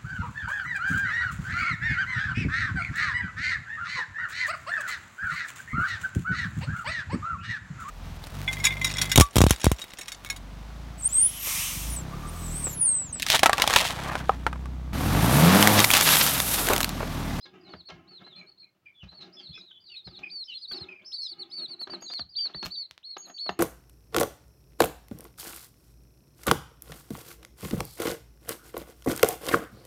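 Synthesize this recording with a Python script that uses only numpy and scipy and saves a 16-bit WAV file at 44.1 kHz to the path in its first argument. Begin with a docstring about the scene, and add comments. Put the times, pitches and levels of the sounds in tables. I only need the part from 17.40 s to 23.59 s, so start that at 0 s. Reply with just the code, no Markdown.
"""Thin, arched peeps overlap: a brood of chicks in a wire cage with a plastic tub, heard
close on one microphone in a quiet room. Each peep is a near-pure whistle from the syrinx,
and the calls grow louder halfway through. Feet shuffle on paper, knock on the tub and
shake the wires; one chick pecks at a hanging mirror whose little bell tinkles."""
import sys
import numpy as np
from scipy import signal
from scipy.fft import rfft, irfft
from scipy.io import wavfile

SR = 44100
rng = np.random.default_rng(int(sys.argv[2]) if len(sys.argv) > 2 else 0)


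def to_wav(sig):
    """Store sig (one row per channel, or 1-D mono) as 16-bit WAV at the path in sys.argv[1].

    Samples outside -1..1 are clipped; the rate is SR.
    """
    pcm = np.clip(np.atleast_2d(sig), -1, 1) * 32767
    pcm = np.round(pcm).astype(np.int16)
    wavfile.write(sys.argv[1], SR, pcm.T)  # frames by channels


N = 272979

# Levels in the tables are relative; each source adds its own gain and colour.
# the calls: start_s, length_s, top_hz, scoop_hz, sag_hz, drop_hz, level_db, swell_db
PEEPS = [(0.0, 0.092, 5130, 915, 578, 96, -55.5, -26), (0.009, 0.065, 4420, 1410, 680, 520, -49.5, -10),
         (0.2, 0.056, 4920, 100, 250, 96, -63.5, -9), (0.238, 0.064, 4390, 102, 1040, 98, -56.5, -4),
         (0.279, 0.062, 4580, 1460, 254, 766, -51.5, 10), (0.345, 0.077, 4860, 1240, 810, 800, -54, 11),
         (0.445, 0.057, 4546, 1130, 352, 595, -46, 11), (0.667, 0.13, 4540, 1710, 722, 620, -50, 8.5),
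         (0.83, 0.067, 4180, 1080, 70, 101, -50.5, -2), (0.879, 0.07, 4080, 494, 878, 101, -55, 3),
         (0.944, 0.069, 4330, 900, 328, 100, -48, 4), (0.963, 0.061, 2570, 300, 200, 100, -69.5, 6),
         (1.06, 0.069, 4460, 700, 130, 101, -52, -2), (1.171, 0.084, 4470, 1020, 457, 104, -51, 5),
         (1.229, 0.043, 2545, 100, 330, 60, -79, -14), (1.456, 0.052, 2466, 99, 195, 104, -70.5, -23),
         (1.53, 0.12, 3580, 101, 1097, 100, -66, 5), (1.671, 0.078, 4145, 1010, 85, 330, -55.5, -3),
         (1.73, 0.11, 4520, 990, 774, 100, -50, 6), (1.779, 0.075, 4370, 706, 305, 100, -52, 3),
         (1.798, 0.085, 5210, 900, 337, 744, -62, 1), (1.92, 0.11, 5330, 1855, 592, 99, -49, -20),
         (1.964, 0.045, 3540, 101, 350, 101, -51, 1), (1.982, 0.13, 4670, 503, 503.5, 100, -50.5, 8),
         (2.029, 0.054, 4440, 580, 611, 507, -46, 11), (2.07, 0.078, 4330, 1608, 270, 712, -53, 7),
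         (2.112, 0.057, 3470, 497, 52, 100, -51, 3), (2.123, 0.1, 5260, 1700, 100, 998, -46, -1),
         (2.136, 0.057, 2532, 101, 39, 99, -66, 6), (2.168, 0.057, 4060, 700, 302, 98, -48.5, -4),
         (2.209, 0.13, 4080, 100, 511, 98, -57, -13), (2.282, 0.044, 3630, 100, 570, 100, -53.5, 7),
         (2.317, 0.072, 3690, 99, 752, 100, -61.5, -3.5), (2.399, 0.11, 5020, 890, 1585, 97, -52.5, 4),
         (2.448, 0.15, 4820, 1698, 936, 100, -46.5, 16.5), (2.495, 0.065, 2924, 100, 502, 101, -60.5, 8),
         (2.552, 0.071, 4100, 1500, 501, 150, -50, -14), (2.638, 0.13, 5280, 895, 1900, 100, -51.5, 2),
         (2.641, 0.052, 4770, 1004, 1250, 310, -42, -8.5), (2.738, 0.053, 4710, 1120, 1022, 100, -45.5, 5),
         (2.83, 0.052, 2586, 300, 204, 100, -49.5, -4.5), (2.867, 0.059, 5040, 1214, 40.5, 100, -53.5, -2),
         (2.894, 0.15, 4770, 1900, 727.5, 600, -34.5, 2.5),
         (3.032, 0.085, 5595, 1297, 1595, 97.5, -43.5, -6), (3.072, 0.073, 3120, 100, 420, 99, -55, -3),
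         (3.107, 0.057, 4120, 101, 937, 100, -47.5, -2), (3.128, 0.061, 4360, 1096, 130, 674, -38, 2),
         (3.168, 0.088, 5165, 2013, 838, 629, -41.5, 3), (3.21, 0.055, 4700, 1205, 1119, 101, -38, -5),
         (3.27, 0.077, 4754, 1302, 459, 915, -34.5, 9), (3.293, 0.1, 4730, 884, 472, 998, -37, 3),
         (3.32, 0.1, 5280, 2350, 240, 1029, -45.5, 8), (3.394, 0.056, 4500, 597, 612, 610, -39, -3),
         (3.483, 0.058, 2606, 200, 247, 99, -57, 1.5), (3.543, 0.064, 2645, 100, 417, 100, -66.5, 9),
         (3.614, .016, 3990, 2000, 1, 2, -51, -2), (3.642, 0.15, 5407, 1810, 747, 885, -38.5, -6),
         (3.717, 0.16, 4657, 2323, 538, 750, -34.5, -8), (3.727, 0.052, 4320, 1130, 221, 407, -41.5, 3),
         (3.792, 0.089, 4407, 699, 596, 647, -36, 0), (3.803, 0.14, 5455, 1620, 1353, 998, -36.5, -1),
         (3.878, 0.029, 4650, 900, 93, 147, -36, 5), (3.981, 0.058, 4736, 1120, 752, 810, -35, 8.5),
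         (4.091, 0.12, 5280, 1023, 1738, 103, -43, 0.5), (4.108, 0.16, 4640, 1898, 534, 876, -34.5, 4),
         (4.273, 0.075, 4827, 1010, 849, 100, -38.5, 8), (4.389, 0.059, 4650, 1010, 708, 100, -33, -1.5),
         (4.493, 0.069, 4936, 1130, 1086, 99, -34.5, -0.5),
         (4.595, 0.11, 4930, 1100, 1400.5, 100, -45, 8.5),
         (4.672, 0.12, 4936, 1297, 936, 1082, -33.5, -0.5), (4.704, 0.09, 4506, 1304, 428.5, 99.5, -35, -6),
         (4.766, 0.063, 4950, 1210, 990, 100, -34, 9), (4.882, 0.12, 5056, 1750, 2060.5, 100.5, -46.5, 0.5),
         (4.95, 0.13, 4806, 1940, 425, 807, -25, 0.5), (5.136, 0.063, 4645, 1870, 102, 593, -34, -13),
         (5.184, 0.072, 4424, 505, 99, 282, -33.5, 7), (5.3, 0.067, 4530, 1597, 503, 740, -41.5, 8),
         (5.301, 0.14, 4633, 1204, 244.5, 940, -33, 0.5), (5.39, 0.075, 4740, 700, 787, 101.5, -41.5, 3),
         (5.628, 0.13, 4316, 2021, 29.5, 912, -39.5, 1), (5.692, 0.079, 4660, 893, 811, 299, -51.5, 7),
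         (5.814, 0.062, 4710, 700, 782, 100, -47, 1), (5.933, 0.072, 4790, 800, 796, 101, -41, 5),
         (5.977, 0.12, 4477, 2330, 199, 680, -31, 2)]
# strength of the whistle and its octave by pitch: pitch_hz, whistle_db, octave_relative_db
THROAT = [(2680, 14.5, -28.5), (3740, 3.5, -41), (4420, -1, -35.5), (4660, -0.5, -38), (4810, -4, -41.5)]
# how far the beaks gape, letting out the overtones: time_s, overtone_db
BEAK_GAPE = [(2.4, 0), (3.1, 3), (4.4, 8), (4.95, -6.5), (5.3, -1.5)]
# bouts of shuffling feet: start_s, length_s, level_db
SHUFFLES = [(0.03, 0.37, -55.5), (0.503, 1, -60.5), (0.788, 0.29, -58.5), (1.764, 0.31, -59),
            (2.125, 0.39, -77), (2.694, 0.29, -61), (3.289, 0.4, -52.5), (3.897, 0.4, -60),
            (4.162, 0.63, -57), (4.464, 0.17, -52), (5.063, 0.23, -64), (5.796, 0.099, -62),
            (6.12, .09, -59)]
# steps and pecks on the tub: start_s, level_db, crack_relative_db, t60_s, wires_relative_db
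KNOCKS = [(0.054, -48.5, 2, 0.072, 8), (0.336, -34, -46, 0.064, -16), (0.487, -44.5, 1, 0.07, 0),
          (0.499, -37.5, -1, 0.21, 1.5), (0.807, -47, -25, 0.082, -2), (0.864, -46, -22, 0.057, -1),
          (1.627, -47.5, -1.5, 0.18, -8), (1.716, -46.5, -10.5, 0.24, -29), (1.806, -48, 5, 0.3, -1),
          (1.996, -54.5, 8.5, 0.15, 4), (2.671, -42, -17, 0.085, -16), (2.788, -50.5, 5.5, 0.055, -12),
          (3.408, -45, -15, 0.1, -17), (4.414, -40.5, -14, 0.022, -21), (4.472, -36.5, -13, 0.039, -16),
          (4.496, -42, -10, 0.035, -15), (4.533, -34.5, -19, 0.081, -23), (4.621, -42, -10, 0.031, -19),
          (4.701, -40, -8, 0.043, -17), (4.732, -46, -5, 0.014, -15), (4.794, -34, -4, 0.035, -17),
          (5.055, -44, 1.5, 0.29, -15.5), (5.094, -46.5, -11, 0.069, -12), (5.147, -36.5, -29, 0.017, -18),
          (5.228, -31, 0, 0.05, -3.5), (5.767, -31, -11, 0.029, -17), (5.867, -45.5, -27, 0.1, -20),
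          (5.897, -41.5, -12, 0.044, -22), (6.062, -35.5, -29, 0.05, -20),
          (6.093, -19.5, -13.5, 0.027, -23)]
# the beak strikes the mirror: start_s, level_db
PECKS = [(0.335, -47), (2.176, -41.5), (2.311, -53), (3.313, -35.5), (5.055, -43)]
# heavy footfalls flex the tub floor: start_s, level_db, t60_s
THUMPS = [(0.339, -50, 0.22), (0.519, -46.5, 0.33), (1.629, -43, 0.26), (2.091, -45, 0.14),
          (2.664, -43.5, 0.21), (2.786, -53.5, .15), (3.411, -48, 0.054), (4.48, -57, 0.14),
          (4.794, -48.5, 0.28), (5.148, -46.5, 0.1), (5.25, -41.5, 0.1), (5.51, -59, 0.029),
          (6.095, -49, 0.2)]
# clapper touches: start_s, low_mode_db, middle_mode_db, top_mode_db
BELL_HITS = [(0.35, -90, -82, -95), (0.82, -94, -83, -95), (0.99, -71, -95, -104), (2.18, -70, -79, -85),
             (4.412, -66, -57, -82), (4.611, -59, -59.5, -75), (4.622, -39.5, -85, -64),
             (5.78, -36.5, -55.5, -64), (5.859, -80, -60, -80), (5.883, -43.5, -61, -70),
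             (6.104, -55.5, -61.5, -69)]
# modes of the bell: pitch_hz, t60_s
BELL_MODES = [(6633, 0.27), (11380, 0.093), (14370, 0.099)]
# claws scrape along the wall: peak_s, level_db, swell_s, t60_s
SCRAPES = [(.492, -71, 0.013, 0.096), (2.8, -70, 0.049, 0.1), (3.32, -49, 0.022, 0.072),
           (5.26, -34.5, 0.064, 0.085)]
# dry clicks: start_s, level_db, treble_edge_hz
TICKS = [(4.738, -29, 12100), (5.511, -28, 8000), (5.5787, -30, 2930)]
# modes of the tub, the wire top and the mirror's plastic frame: pitch_hz, level_db, t60_s
TUB_MODES = [(186.8, -0.5, 0.13), (265.6, -0.5, 0.13), (372, -3.5, 0.16), (626.7, 1.5, 0.15),
             (709, 1.5, 0.082), (807, 1, 0.12), (1183, -5, 0.05), (1283, -1, 0.033), (1980, -8, 0.11),
             (2195, -2.5, 0.13), (2710, -1.5, 0.025)]
WIRE_MODES = [(176.2, -5.5, 0.5), (371.2, -0.5, 0.22), (729, -14, 0.47), (1063, -8, 0.098),
              (1330, -4, 0.092), (1645, -2, 0.1), (2144, -1.5, 0.15), (2780, -3.5, .4), (3100, 1, 0.35)]
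MIRROR_MODES = [(434, -4, .05), (1313, 2, 0.031), (1525, 2.5, 0.046), (2078, 0, .04), (2330, 1, 0.17),
                (3320, -1, 0.034)]
# echoes off the tub walls: delay_s, level_db
WALL_ECHOES = [(.0007, -15.5), (.0016, -40.5), (.0029, -20.5), (.0047, -13.5)]
# spectra of the noises: frequency_hz, level_db
PAPER_SPECTRUM = [(120, -19.5), (200, 9.5), (370, 10.5), (500, 2.5), (700, 3), (950, -0.5), (1350, -2),
                  (2000, -5.5), (3000, -4), (4500, -20), (6500, -23.5), (9000, -47.5), (15000, -42)]
RUMBLE_SPECTRUM = [(25, -41.5), (50, -9.5), (90, 7), (180, 17), (260, 5), (500, -61)]
KNOCK_SPECTRUM = [(110, -19.5), (185, 0), (480, 4.5), (720, 3.5), (1250, 0), (1850, -1.5), (2300, -11.5),
                  (4500, -8.5), (8000, -58.5)]
CRACK_SPECTRUM = [(1200, -27), (2600, 7), (4000, 7), (6000, -1.5), (8500, -30.5), (15000, -40.5)]
THUMP_SPECTRUM = [(25, -39), (45, -9.5), (75, 6), (110, 1.5), (170, 4), (250, -15), (500, -64.5)]
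CLAW_SPECTRUM = [(100, 12), (700, 1.5), (1400, 1.5), (4000, 2.5), (7000, -5.5), (11000, -18.5),
                 (14000, -4.5), (15500, -17.5)]
ROOM_TONE_SPECTRUM = [(30, -20.5), (90, 6), (250, -3), (2000, -12), (5000, -18.5), (9000, -27),
                      (15500, -22.5)]
TICK_SPECTRUM = [(100, -10.5), (4000, 9.5), (8000, -7.0), (15000, -12)]


def from_db(db):
    """Decibels to gain."""
    return 10 ** (np.asarray(db) / 20)


def unit_rms(x):
    """Scale to unit rms."""
    return x / np.sqrt(np.mean(x ** 2) + 1e-20)


def add(track, start_s, sound):
    """Mix a sound into a track from a given time on."""
    at = max(round(start_s * SR), 0)
    track[at:at + len(sound)] += sound[:max(N - at, 0)]


def drift(per_s, size):
    """A random curve of spread about 1 that turns per_s times a second."""
    return np.interp(np.arange(size) * per_s / SR, np.arange(4096), rng.standard_normal(4096))


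def colour(x, spectrum, size=4096):
    """Causal (minimum-phase) filter of unit power that follows a spectrum."""
    hz, db = np.transpose(spectrum)
    gain = from_db(np.interp(np.log(np.fft.rfftfreq(size, 1 / SR) + 1), np.log(hz), db))
    cepstrum = irfft(np.log(unit_rms(gain)))[:size // 2]
    cepstrum[1:] *= 2
    response = irfft(np.exp(rfft(cepstrum, size)))
    return signal.fftconvolve(x, response)[:len(x)]


def resonate(x, modes):
    """Parallel resonances, each with its own peak gain and ring time."""
    out = np.zeros(N)
    for hz, db, t60 in modes:
        radius = from_db(-60 / (t60 * SR))
        feed = np.array([1, 0, -1]) * (1 - radius ** 2) / 2
        feedback = [1, -2 * radius * np.cos(2 * np.pi * hz / SR), radius ** 2]
        out += from_db(db) * signal.lfilter(feed, feedback, x + 1e-18)
    return out


def soften(x, edge_hz=4600):
    """Small feet and beaks are soft and put little treble into what they strike."""
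    return signal.sosfilt(signal.butter(4, edge_hz, fs=SR, output="sos"), x)


def grains(per_s, spread_db, smooth):
    """Friction: tiny random slips over a smooth rub, at unit rms."""
    sizes = from_db(spread_db * np.minimum(rng.exponential(1, N), 4)) * rng.choice([-1, 1], N)
    slips = unit_rms(sizes * (rng.random(N) < per_s / SR))
    return unit_rms(slips + smooth * rng.standard_normal(N))


def contact(t60, push=6.2, rise_s=0.00017, lumpy_db=3.0):
    """One push and its uneven, dying chatter, with the energy of 5 ms at unit rms."""
    t = np.arange(SR // 2) / SR
    force = rng.standard_normal(len(t)) * (1 - np.exp(-t / rise_s))
    force *= from_db(lumpy_db * drift(200, len(t)) - 60 * t / t60)
    force[0] += push
    return force * np.sqrt(.005 * SR / np.sum(force ** 2))


def syrinx_flutter(pitch, strain_hz=5000, flutter_hz=540, depth=0.31):
    """Gain curve: at the highest pitches the syrinx flutters unevenly and throws side tones."""
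    strain = np.clip((pitch - strain_hz) / 200, 0, 1)
    rate_hz = flutter_hz * (1 + 0.32 * drift(60, len(pitch)))
    return 1 + depth * strain * np.sin(2 * np.pi * np.cumsum(rate_hz) / SR)


def peeps(scoop_s=.0085, drop_s=.0083, quaver_hz=26, quaver_db=1.8, jitter=0.01, shimmer_db=2.0):
    """Whistles scoop up, sag, then drop as the air runs out; returns direct and scattered sound."""
    direct, scattered = np.zeros((2, N))
    throat_hz, whistle_db, octave_db = np.transpose(THROAT)
    for start_s, length_s, top_hz, scoop_hz, sag_hz, drop_hz, db, swell_db in PEEPS:
        size = int(length_s * SR)
        t = np.arange(size) / SR
        # loud peeps are steady and aimed at the microphone; faint ones rasp and come off the walls
        faintness = from_db(0.3 * (-38 - db))
        rasp = faintness * np.clip((-33 - db) / 10, .2, 1)
        bend_hz = scoop_hz * np.exp(-t / scoop_s) + drop_hz * np.exp((t - length_s) / drop_s)
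        pitch = top_hz - bend_hz - sag_hz * (t / length_s) ** 1.6
        pitch += quaver_hz * drift(130, size)
        phase = 2 * np.pi * np.cumsum(pitch * (1 + rasp * jitter * drift(350, size))) / SR
        level_db = db + swell_db * (t / length_s - .5) + np.interp(pitch, throat_hz, whistle_db)
        level_db += rasp * shimmer_db * drift(137.3, size) + quaver_db * drift(130, size)
        level_db -= 0.01 * bend_hz   # weak while below its pitch
        attack_s = 0.015 if top_hz > 2864 else 0.0067   # low notes start at once
        envelope = np.minimum(t / attack_s, 1) * np.minimum((length_s - t) / 0.01, 1)
        envelope *= syrinx_flutter(pitch)
        octave = from_db(np.interp(pitch, throat_hz, octave_db)) * np.sin(2 * phase)
        third = from_db(-58) * np.sin(3 * phase)
        gape = from_db(np.interp(start_s, *np.transpose(BEAK_GAPE)))
        # now and then the voice breaks and a faint tone sounds an octave below
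        undertone = from_db(-34) * np.maximum(drift(28, size), 0) * np.sin(phase / 2)
        tone = np.sin(phase) + gape * (octave + third) + undertone
        hoarseness = 1 + .1 * np.minimum(rasp, 2) * drift(1400, size)
        peep = from_db(level_db) * envelope * tone * hoarseness
        add(direct, start_s, peep)
        add(scattered, start_s, faintness * peep)
    return direct, scattered


def wall_echoes(x):
    """The near walls echo within milliseconds, so gliding tones swell and dip."""
    out = x.copy()
    for delay_s, db in WALL_ECHOES:
        add(out, delay_s, from_db(db) * x)
    return out


def tub_scatter(x, t60=0.022, share=0.93):
    """Sound bounces densely inside the tub, which carves fine peaks and hollows into it."""
    t = np.arange(SR // 8) / SR
    echoes = rng.standard_normal(len(t)) * from_db(-60 * t / t60)
    response = np.sqrt(share) * echoes / np.sqrt(np.sum(echoes ** 2))
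    response[0] += np.sqrt(1 - share)
    return signal.fftconvolve(x, response)[:N]


def room_reverb(x, t60=0.17, build_s=0.0063):
    """The room returns a short diffuse tail to the microphone."""
    t = np.arange(SR // 2) / SR
    tail = rng.standard_normal(len(t)) * from_db(-60 * t / t60) * (1 - np.exp(-t / build_s))
    return signal.fftconvolve(x, tail / np.sqrt(np.sum(tail ** 2)))[:N]


def room_tone(level_db=-76):
    """The faint, steady air of the room."""
    return from_db(level_db) * colour(rng.standard_normal(N), ROOM_TONE_SPECTRUM)


def footwork(fidget_db=-87, attack_s=0.037, tire_db_per_s=48.5, stop_t60_s=0.14):
    """How hard the feet work: bouts start briskly, tire and stop, over a faint steady fidget."""
    effort = np.full(N, from_db(fidget_db))
    t = np.arange(SR) / SR
    for start_s, length_s, db in SHUFFLES:
        fade_db = tire_db_per_s * t + 60 * np.maximum(t - length_s, 0) / stop_t60_s
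        add(effort, start_s, from_db(db - fade_db) * np.minimum(t / attack_s, 1))
    return effort


def wandering_echo(x, delay_s=0.002792, wander=0.23, echo_db=-3.5):
    """The wall's echo shifts as the feet move, so hollow peaks slide through the scratching."""
    at = np.arange(N)
    lag = SR * delay_s * (1 + wander * drift(5, N))
    return x + from_db(echo_db) * np.interp(at - lag, at, x)


def shuffle(patchy_db=5):
    """Feet scratch the paper in short strokes and rumble the tub, more heavily in the first half."""
    strokes = footwork() * from_db(patchy_db * drift(45, N))
    paper = colour(grains(per_s=600, spread_db=4.5, smooth=0.17) * strokes, PAPER_SPECTRUM)
    paper = tub_scatter(wandering_echo(paper), t60=0.15, share=0.87)
    weight_db = np.interp(np.arange(N) / SR, [2.9, 3.3], [-4, -12])
    rumble = strokes * from_db(weight_db) * colour(rng.standard_normal(N), RUMBLE_SPECTRUM)
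    return paper + rumble


def knocks(body_db=-5, crack_db=-6, wire_db=17):
    """A foot or beak knocks, cracks and shakes the wire top; returns the blows and the wires' ring."""
    body, crack, shake = np.zeros((3, N))
    for start_s, db, crack_relative_db, t60, wires_relative_db in KNOCKS:
        force = from_db(.5 * (db + 22.5))
        rise_s = .0018 * (0.38 / force) ** 2   # hard blows are crisp, light steps roll on gently
        blow = contact(t60, push=7 * force, rise_s=rise_s)
        snap = contact(0.85 * t60, push=0, rise_s=rise_s)
        add(body, start_s, from_db(db + body_db) * blow)
        add(crack, start_s, from_db(db + crack_relative_db + crack_db) * snap)
        add(shake, start_s, from_db(db + wires_relative_db + wire_db) * blow)
    blows = colour(body, KNOCK_SPECTRUM) + colour(crack, CRACK_SPECTRUM)
    return blows, resonate(soften(shake), WIRE_MODES)


def mirror_pecks(gain_db=10):
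    """The light mirror frame answers each peck with a hollow clack."""
    blows = np.zeros(N)
    for start_s, db in PECKS:
        add(blows, start_s, from_db(db + gain_db) * contact(t60=0.017))
    return resonate(soften(blows), MIRROR_MODES)


def floor_thumps(gain_db=5, ring_db=-1):
    """The floor of the tub booms softly under a chick's weight."""
    footfalls = np.zeros(N)
    for start_s, db, t60 in THUMPS:
        add(footfalls, start_s, from_db(db + gain_db) * contact(t60))
    boom = colour(footfalls, THUMP_SPECTRUM)
    return boom + from_db(ring_db) * resonate(boom, TUB_MODES)


def bell(rattle=0.29, wobble_hz=12, flicker_db=2.0, attack_s=.003):
    """Each touch of the clapper rings three thin modes, which waver as it rolls against the bell."""
    out = np.zeros(N)
    t = np.arange(SR // 2) / SR
    attack = np.sin(np.pi / 2 * np.minimum(t / attack_s, 1)) ** 2
    for start_s, *levels_db in BELL_HITS:
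        waver = np.cumsum(wobble_hz * drift(60, len(t))) / SR
        ring = np.zeros(len(t))
        for db, (hz, t60) in zip(levels_db, BELL_MODES):
            envelope = from_db(db - 60 * t / t60 + flicker_db * drift(65, len(t)))
            ring += envelope * np.sin(2 * np.pi * (hz * t + waver))
        add(out, start_s, ring * attack * (1 + rattle * drift(110, len(t))))
    return out


def claw_scrapes():
    """Claws slip along the wall; each scrape swells to its peak and dies away."""
    t = np.arange(N) / SR
    pressure = np.zeros(N)
    for peak_s, db, swell_s, t60 in SCRAPES:
        fade_db = 60 * np.maximum((peak_s - t) / swell_s, (t - peak_s) / t60)
        pressure += from_db(db - np.minimum(fade_db, 120))
    return colour(pressure * grains(per_s=1900, spread_db=4.0, smooth=0.47), CLAW_SPECTRUM)


def ticks(gain_db=9):
    """Lone dry clicks, some duller than others, with a trace of the tub's echo."""
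    clicks = np.zeros(N)
    for start_s, db, edge_hz in TICKS:
        softness = np.exp(-2 * np.pi * edge_hz / SR)
        add(clicks, start_s, from_db(db + gain_db) * (1 - softness) * softness ** np.arange(64))
    return tub_scatter(colour(clicks, TICK_SPECTRUM), t60=0.21, share=0.074)


def scene(peep_db=-1.12, peep_wet_db=-12.5, contact_wet_db=-14, wire_shake_db=-5):
    """Chicks, tub and bell close by, the room behind them, in mono."""
    direct, scattered = from_db(peep_db) * np.array(peeps())
    blows, wires = knocks()
    scratching = shuffle() + claw_scrapes()
    wires += from_db(wire_shake_db) * resonate(soften(scratching), WIRE_MODES)
    on_tub = blows + scratching
    contacts = on_tub + resonate(on_tub, TUB_MODES) + wires + mirror_pecks()
    into_room = tub_scatter(scattered) * from_db(peep_wet_db) + contacts * from_db(contact_wet_db)
    room = room_reverb(into_room) + room_tone()
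    return (wall_echoes(direct) + contacts + floor_thumps() + ticks() + bell() + room)[None]


def record(dry, cutoff_hz=16200):
    """The microphone signal is cut steeply at the top of the treble."""
    return signal.sosfilt(signal.ellip(10, .1, 70, cutoff_hz, fs=SR, output="sos"), dry)


dry = scene()
out = record(dry)
to_wav(out)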